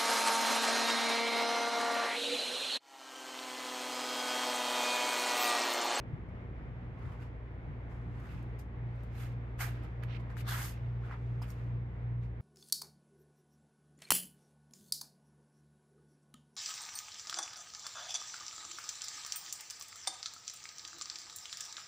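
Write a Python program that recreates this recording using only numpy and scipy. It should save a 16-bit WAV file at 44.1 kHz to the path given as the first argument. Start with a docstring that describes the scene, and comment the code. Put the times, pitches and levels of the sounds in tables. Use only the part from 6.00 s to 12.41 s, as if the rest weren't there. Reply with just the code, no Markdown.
"""A motor's hum throbs in a workshop, over the low boom and soft rush of a fan.
The hum is a sum of pure tones, two of them 2.45 Hz apart; the fan is three layers of coloured noise.
The balance of the tones shifts as a listener walks through the room's standing waves.
Grit ticks underfoot: short cracks of noise and knocks. Shoe soles slide on gritty concrete:
noise swells through moving resonances. The footwork echoes briefly in the room."""
import sys
import numpy as np
from scipy import signal
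from scipy.fft import rfft, irfft, next_fast_len
from scipy.io import wavfile
from scipy.ndimage import uniform_filter1d, map_coordinates

SR = 44100
rng = np.random.default_rng(int(sys.argv[2]) if len(sys.argv) > 2 else 0)


def unload_audio(sound):
    """Save the sound as a 16-bit wav file, at the path given as the first command line argument."""
    columns = np.transpose(np.atleast_2d(sound))
    # keep every value between -1 and 1, then stretch to whole-number steps
    steps = np.round(np.clip(columns, -1, 1) * 32767)
    wavfile.write(sys.argv[1], SR, steps.astype(np.int16))


def volts(x):
    """Linear amplitude factor 10**(x/20) for a level x in dB, scalar or array-like."""
    e = np.asarray(x, float) / 20
    return 10 ** e


N = 282681  # length in samples


def unit(x):
    """Scale to rms 1."""
    return x / np.sqrt(np.mean(x ** 2) + 1e-20)


def along(points, hz):
    """Read a curve of (f/Hz, value) points, with frequency on a log axis."""
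    f, value = np.transpose(points)
    return np.interp(np.log(hz + 1), np.log(f + 1), value)


def curves(rows):
    """One value per sample for each column after the time."""
    s, *columns = np.transpose(rows)
    t = np.arange(N) / SR
    return np.array([np.interp(t, s, column) for column in columns])


def wobble(rate):
    """A smooth random curve through `rate` random knots a second."""
    knots = rng.standard_normal(int(N * rate / SR) + 4)
    return map_coordinates(knots, [np.arange(N) * rate / SR])


def filtered(x, response):
    """Multiply the spectrum of x by a response, a function of frequency."""
    size = next_fast_len(x.shape[-1] + 8192)
    hz = np.fft.rfftfreq(size, 1 / SR)
    return irfft(rfft(x, size) * response(hz), size)[..., :x.shape[-1]]


def colour(spectrum):
    """Gain of a (f/Hz, level/dB) spectrum."""
    return lambda hz: volts(along(spectrum, hz))


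def noise(gain, alike):
    """Stereo noise, rms 1 in the middle, with a colour and a left-right likeness by frequency."""
    def middle_and_side(hz):
        turn = np.arccos(np.clip(along(alike, hz), -1, 1)) / 2
        return gain(hz) * [np.cos(turn), np.sin(turn)]

    mid, side = filtered(rng.standard_normal((2, N)), middle_and_side)
    return np.array([mid + side, mid - side]) / np.std(mid)


# Motor tones: shaft turn, twice the shaft, twice the mains, three side tones: f/Hz
MOTOR_HZ = [58.8, 117.55, 120.0, 89.8, 176.4, 178.8]
# Loudness of each motor tone: level/dB at the start of the walk, level/dB at walked share 1 (rms)
MOTOR_DB = [(-48.5, -45), (-51, -39.5), (-61.5, -46.5), (-55, -57.5), (-60, -72.5), (-73, -57.5)]
# Weak steady tones: f/Hz, level/dB (rms)
STEADY_TONES = [(41.2, -65.5), (44.9, -60.5), (102.6, -73), (240, -67.5), (294, -73.5), (389, -69.5),
                (415, -75), (470.3, -68.5), (490, -72)]
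# Progress through the standing waves: t/s, share of their change walked through (about 0 to 1)
WALK_PROGRESS = [(0, 0.08), (.9, 0), (2.4, 0.47), (3.2, 0.77), (4.8, 0.96), (6.41, 1.03)]


def motor():
    """Clean tones; twice the shaft and twice the mains lie 2.45 Hz apart, so the hum throbs."""
    in_step_s = 4.103  # all tones peak together here: a crest of the throb
    t = np.arange(N) / SR - in_step_s
    walked, = curves(WALK_PROGRESS)
    tones = list(STEADY_TONES)
    for hz, (start_db, end_db) in zip(MOTOR_HZ, MOTOR_DB):
        tones.append((hz, start_db + (end_db - start_db) * walked))

    def hum(lag_s):
        return sum(np.sqrt(2) * volts(db) * np.cos(2 * np.pi * hz * (t - lag_s)) for hz, db in tones)

    return np.array([hum(-0.000026), hum(0.00022)])  # the hum reaches the left a little sooner


# Mean loudness of the fan, before gusts: t/s, rumble level/dB, rush level/dB
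FAN_LEVELS = [(0, -49.5, -58), (1.5, -52.5, -58.5), (2.2, -50.5, -59), (3.3, -51.5, -59), (3.7, -51, -58),
              (4.6, -53, -58), (5, -53, -59.5), (5.7, -53, -59.5), (6.41, -55.5, -61.5)]
# Brief swells of the boom: t/s, added level/dB
BOOM_SWELLS = [(0.131, 18.5), (1.07, 9.5), (1.7, 12.5), (2.08, 11), (2.35, 12), (2.85, 11.5), (4.85, 10)]
# Low room resonance, relative spectrum: f/Hz, level/dB per Hz
BOOM_COLOUR = [(60, -39), (80, -6), (100, -2.5), (140, -4), (165, -13.5), (220, -53.5), (400, -120)]
# Fan rumble, relative spectrum: f/Hz, level/dB per Hz
RUMBLE_COLOUR = [(28, -40.5), (38, -3), (70, 0.5), (100, -5.5), (140, -4), (200, -5), (350, -9.5),
                 (600, -26.5), (1000, -32), (2000, -120)]
# Fan rush, relative spectrum: f/Hz, level/dB per Hz
RUSH_COLOUR = [(240, -31.5), (450, -6.5), (700, -7), (1000, -10), (1400, -13), (2100, -13), (2700, -23.5),
               (3500, -29.5), (4500, -39.5), (5500, -43), (6800, -48.5), (9000, -55.5), (15500, -61)]
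# How alike the fan sounds left and right: f/Hz, likeness (0 to 1)
FAN_LIKENESS = [(60, 0.75), (150, 0.9), (380, 0.92), (700, 0.55), (1400, 0.27), (3000, 0.14), (15000, .05)]


def fan():
    """A gusty rumble and room boom under a smooth, dull rush."""
    rumble_db, rush_db = curves(FAN_LEVELS)
    walked, = curves(WALK_PROGRESS)
    t = np.arange(N) / SR
    swell_db = sum(db * np.exp(-((t - s) / 0.031) ** 2) for s, db in BOOM_SWELLS)
    boom_db = -53 - walked + swell_db  # the boom thins by about 1 dB along the walk
    boom = volts(boom_db + 1.8 * wobble(5.9)) * noise(colour(BOOM_COLOUR), FAN_LIKENESS)
    rumble = volts(rumble_db + 1.2 * wobble(6)) * noise(colour(RUMBLE_COLOUR), FAN_LIKENESS)
    rush = volts(rush_db + 0.8 * wobble(12)) * noise(colour(RUSH_COLOUR), FAN_LIKENESS)
    left, right = boom + rumble + rush
    return np.array([left, np.roll(right, round(0.00024 * SR))])  # the fan stands to the left


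# Grit ticks: t/s, crack level/dB, knock peak level/dB before panning, knock f/Hz
GRIT_TICKS = [(0.29, -76, -60, 934), (0.9925, -77.5, -68, 848), (2.201, -66, -57, 1330),
              (2.4284, -66, -67, 945), (2.59, -65, -68, 735), (2.9565, -74, -61, 875),
              (3.035, -62.5, -55, 1160), (3.8375, -69, -49, 713), (4.03, -76, -51, 1030),
              (4.036, -60, -40, 1740), (4.3687, -57, -37.5, 1560), (5.112, -79, -35.5, 1310),
              (5.4174, -61, -40, 961), (5.4215, -59.5, -45, 842), (5.504, -51, -65, 902),
              (5.639, -76.5, -68.5, 729)]
# A small hard chip rings: t/s, starting level/dB, f/Hz
CHIP_RINGS = [(5.421, -50, 5000), (5.4267, -50.5, 5080), (5.503, -55, 5600)]
# Hiss of grit, relative spectrum: f/Hz, level/dB per Hz
GRIT_COLOUR = [(2650, -20.5), (4500, -2), (5260, 0), (5930, -5.5), (6580, 2.5), (7150, -3), (8620, -0.5),
               (9870, -5), (11700, 2.5), (13600, -1.5), (15200, -5), (15600, -22)]
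# Where the working foot is: t/s, left minus right level/dB
FOOT_PAN = [(0, -2), (1.2, -3), (3.9, -3.5), (4.02, -12.5), (4.18, -8.5), (4.3, -3), (4.38, 7.5),
            (4.45, -2), (5.1, -1.5), (5.5, -3), (6.41, -1.5)]


def ticks():
    """Each grain cracks with a puff of hiss and knocks the sole for a cycle or two; a few chips ring."""
    hiss, knock = np.zeros((2, N + SR)), np.zeros((2, N + SR))
    t = np.arange(SR // 4) / SR
    crack_t60_s, puff_t60_s, ring_t60_s = 0.0045, 0.086, 0.023  # times to fall by 60 dB
    for s, crack_db, knock_db, hz in GRIT_TICKS:
        pan_db = np.interp(s, *np.transpose(FOOT_PAN))
        sides = volts([[pan_db / 2], [-pan_db / 2]])
        at = slice(round(s * SR), round(s * SR) + len(t))
        burst = volts(-60 * t / crack_t60_s) + 0.2 * volts(-60 * t / puff_t60_s)
        hiss[:, at] += volts(crack_db) * sides * burst
        cycles = hz * t
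        blow = cycles * volts(-60 * cycles / 4.9) * np.sin(2 * np.pi * cycles)
        knock[:, at] += volts(knock_db) * sides * blow / np.abs(blow).max()
    for s, db, hz in CHIP_RINGS:
        at = slice(round(s * SR), round(s * SR) + len(t))
        knock[:, at] += volts(db - 60 * t / ring_t60_s) * np.sin(2 * np.pi * hz * t)
    return hiss[:, :N] * noise(colour(GRIT_COLOUR), [(1000, 0.2)]) + knock[:, :N]


# How long the room rings: f/Hz, time to fall by 60 dB t/s
ROOM_T60 = [(500, 0.17), (2000, 0.47), (10000, .2)]


def room(x):
    """Each frequency of the room's answer dies at its own speed."""
    hz, t, z = signal.stft(rng.standard_normal((2, SR // 2)), SR, nperseg=256)
    fade = volts(-60 * t / along(ROOM_T60, hz)[:, None])
    tail = signal.istft(z * fade, SR, nperseg=256)[1]
    return signal.fftconvolve(x, tail / np.linalg.norm(tail[0]), axes=1)[:, :N]


def resonant(x, centre_hz, sharp, skirt_db, patchy_db):
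    """Pass x through one resonance whose centre moves, keeping the rms about the same."""
    hz, t, z = signal.stft(x, SR, nperseg=256)
    centre = np.interp(t, np.arange(N) / SR, centre_hz)
    before = np.abs(z).mean((0, 2))[:, None]
    gain = volts(skirt_db) + 1 / (1 + (sharp * np.log((hz[:, None] + 1) / centre)) ** 2)
    patches = rng.standard_normal(gain.shape)
    patches = uniform_filter1d(uniform_filter1d(patches, size=2, axis=0), size=5, axis=1)
    gain = gain * volts(patchy_db * unit(patches))  # rough ground rings unevenly
    gain = gain * np.linalg.norm(before) / np.linalg.norm(gain * before, axis=0)
    return signal.istft(z * gain, SR, nperseg=256)[1][:, :N]


# Sole strokes: peak t/s, rise t/s, fall t/s, then peak level/dB of grit hiss, sole body, scrape
SOLE_STROKES = [(1.073, 0.17, 0.39, -80.5, -59.5, -73.5), (1.125, .03, .1, -80, -67, -77),
                (1.225, 0.056, .12, -75.5, -61, -68.5), (1.915, 0.042, 0.4, -82, -65, -81),
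                (2.2, .2, .1, -81.5, -62.5, -75), (2.26, .1, .1, -77, -60, -75),
                (2.324, 0.13, 0.27, -75, -61.5, -66.5), (2.593, 0.01, 0.064, -64.5, -66, -69.5),
                (3.046, .25, .25, -85.5, -71, -74), (3.227, 0.14, 0.15, -65, -58.5, -61.5),
                (3.325, .03, .05, -80, -70, -72), (3.617, 0.035, 0.12, -45.5, -39.5, -47.5),
                (3.76, .2, 0.35, -80, -62.5, -68), (3.845, .04, 0.056, -75, -62.5, -70),
                (4.036, 0.02, 0.027, -80, -53.5, -60), (4.11, 0.044, 0.11, -87, -60.5, -62),
                (4.17, 0.1, 0.015, -81, -60, -59), (4.204, .02, 0.049, -78, -59.5, -71.5),
                (4.305, .02, 0.096, -76.5, -57, -67.5), (4.378, .012, 0.077, -64, -59.5, -61),
                (4.412, 0.065, 0.028, -63, -59.5, -55.5), (4.88, 0.26, .4, -89, -70, -75.5),
                (5.065, .08, 0.22, -80, -57.5, -70.5), (5.135, 0.08, 0.084, -80, -52, -66.5),
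                (5.3, .5, .5, -86, -74.5, -77), (5.425, 0.0088, 0.073, -64.5, -54, -58.5),
                (5.512, 0.082, 0.064, -67, -59.5, -71), (5.6, 0.34, .3, -81.5, -72.5, -73.5),
                (6.237, .035, 0.11, -82.5, -71.5, -72.5)]
# One long drag: t/s, grit hiss level/dB, sole body level/dB, scrape level/dB, scrape f/Hz
LONG_DRAG = [(4.43, -110, -90, -89.5, 3400), (4.445, -88.5, -65.5, -74.5, 3400),
             (4.487, -49, -43.5, -47.5, 3700), (4.567, -51.5, -44, -54, 2650),
             (4.651, -49.5, -50.5, -56, 3030), (4.713, -60.5, -63, -65, 2610),
             (4.777, -84.5, -75, -71, 2520), (4.9, -110, -90, -91, 2430)]


def footwork():
    """Levels in dB of grit, body and scrape: every stroke rises to its peak and falls; powers add."""
    t = np.arange(N) / SR
    # dB between a stroke's peak and one rise or fall time away: grit, body, scrape
    swing_db = 31.5 * np.array([1, 0.93, 0.77])
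    rise_power, fall_power = 1.78, 1.12  # these round the peak
    dragging = (t > LONG_DRAG[0][0]) * (t < LONG_DRAG[-1][0])
    power = volts(curves(LONG_DRAG)[:3]) ** 2 * dragging + 1e-14
    for s, rise, fall, *peak_db in SOLE_STROKES:
        rising = abs((t - s) / rise) ** rise_power
        falling = abs((t - s) / fall) ** fall_power
        away = np.where(t < s, rising, falling)
        stroke_db = np.c_[peak_db] - np.outer(swing_db, away)
        power = power + volts(2 * stroke_db)  # doubled dB turns amplitude into power
    return 10 * np.log10(power)


# Body of the sole, relative spectrum: f/Hz, level/dB per Hz
SOLE_COLOUR = [(250, -58), (600, -0.5), (800, 1.5), (2200, -2.5), (2800, -19.5), (5000, -56)]
# Scrape, relative spectrum: f/Hz, level/dB per Hz
SCRAPE_COLOUR = [(1200, -58), (2100, 2), (4000, 1.5), (6000, -6.5), (8000, -38.5), (12000, -89)]
# A harder scrape stiffens the sole: scrape level/dB, body f/Hz
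SOLE_STIFFNESS = [(-76.5, 1040), (-68, 1500), (-44.5, 1490)]


def slides():
    """Stick-slip makes the sole lumpy; its resonances shift as the foot presses; grit hisses evenly."""
    grit_db, sole_db, scrape_db = footwork()
    pan_db, = curves(FOOT_PAN)
    sole_hz = np.interp(scrape_db, *np.transpose(SOLE_STIFFNESS))
    before_drag = np.arange(N) / SR < LONG_DRAG[0][0]
    scrape_hz = np.where(before_drag, 2430, curves(LONG_DRAG)[3])  # the last drag pitch holds on
    slip = wobble(220)  # shared by all three layers
    sole = unit(volts(1.7 * slip)) * noise(colour(SOLE_COLOUR), [(1000, 0.34)])
    scrape = unit(volts(1.1 * slip + 0.97 * wobble(250))) * noise(colour(SCRAPE_COLOUR), [(1000, 0.29)])
    grit = unit(volts(0.49 * slip + 0.89 * wobble(600))) * noise(colour(GRIT_COLOUR), [(1000, 0.02)])
    grit = volts(grit_db) * grit
    dull = np.clip((-66.5 - grit_db) / 22, 0, 0.8)  # light strokes lose their top
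    soft_grit = filtered(grit, lambda hz: 1 / (1 + (hz / 7500) ** 4))
    grit = (1 - dull) * grit + 2.0 * dull * soft_grit
    sole = volts(sole_db) * resonant(sole, sole_hz, sharp=3.0, skirt_db=-10.5, patchy_db=3)
    scrape = volts(scrape_db) * resonant(scrape, scrape_hz, sharp=4.3, skirt_db=-14, patchy_db=2.0)
    sides = volts([pan_db / 2, -pan_db / 2])
    return sole * sides ** 0.44 + (scrape + grit) * sides  # the duller body spreads wider


def scene():
    """Hum, fan and footwork, with the room answering the footwork."""
    feet = slides() + ticks()
    return motor() + fan() + feet + volts(-14.5) * room(feet)


def roll_off(x):
    """The treble ends steeply here."""
    return signal.sosfilt(signal.butter(12, 15750, fs=SR, output="sos"), x)


def record(dry):
    """Cut everything from 15750 Hz up and finish the mix."""
    mix = filtered(dry, lambda hz: hz < 15750)
    return roll_off(mix)


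dry = scene()
out = record(dry)
unload_audio(out)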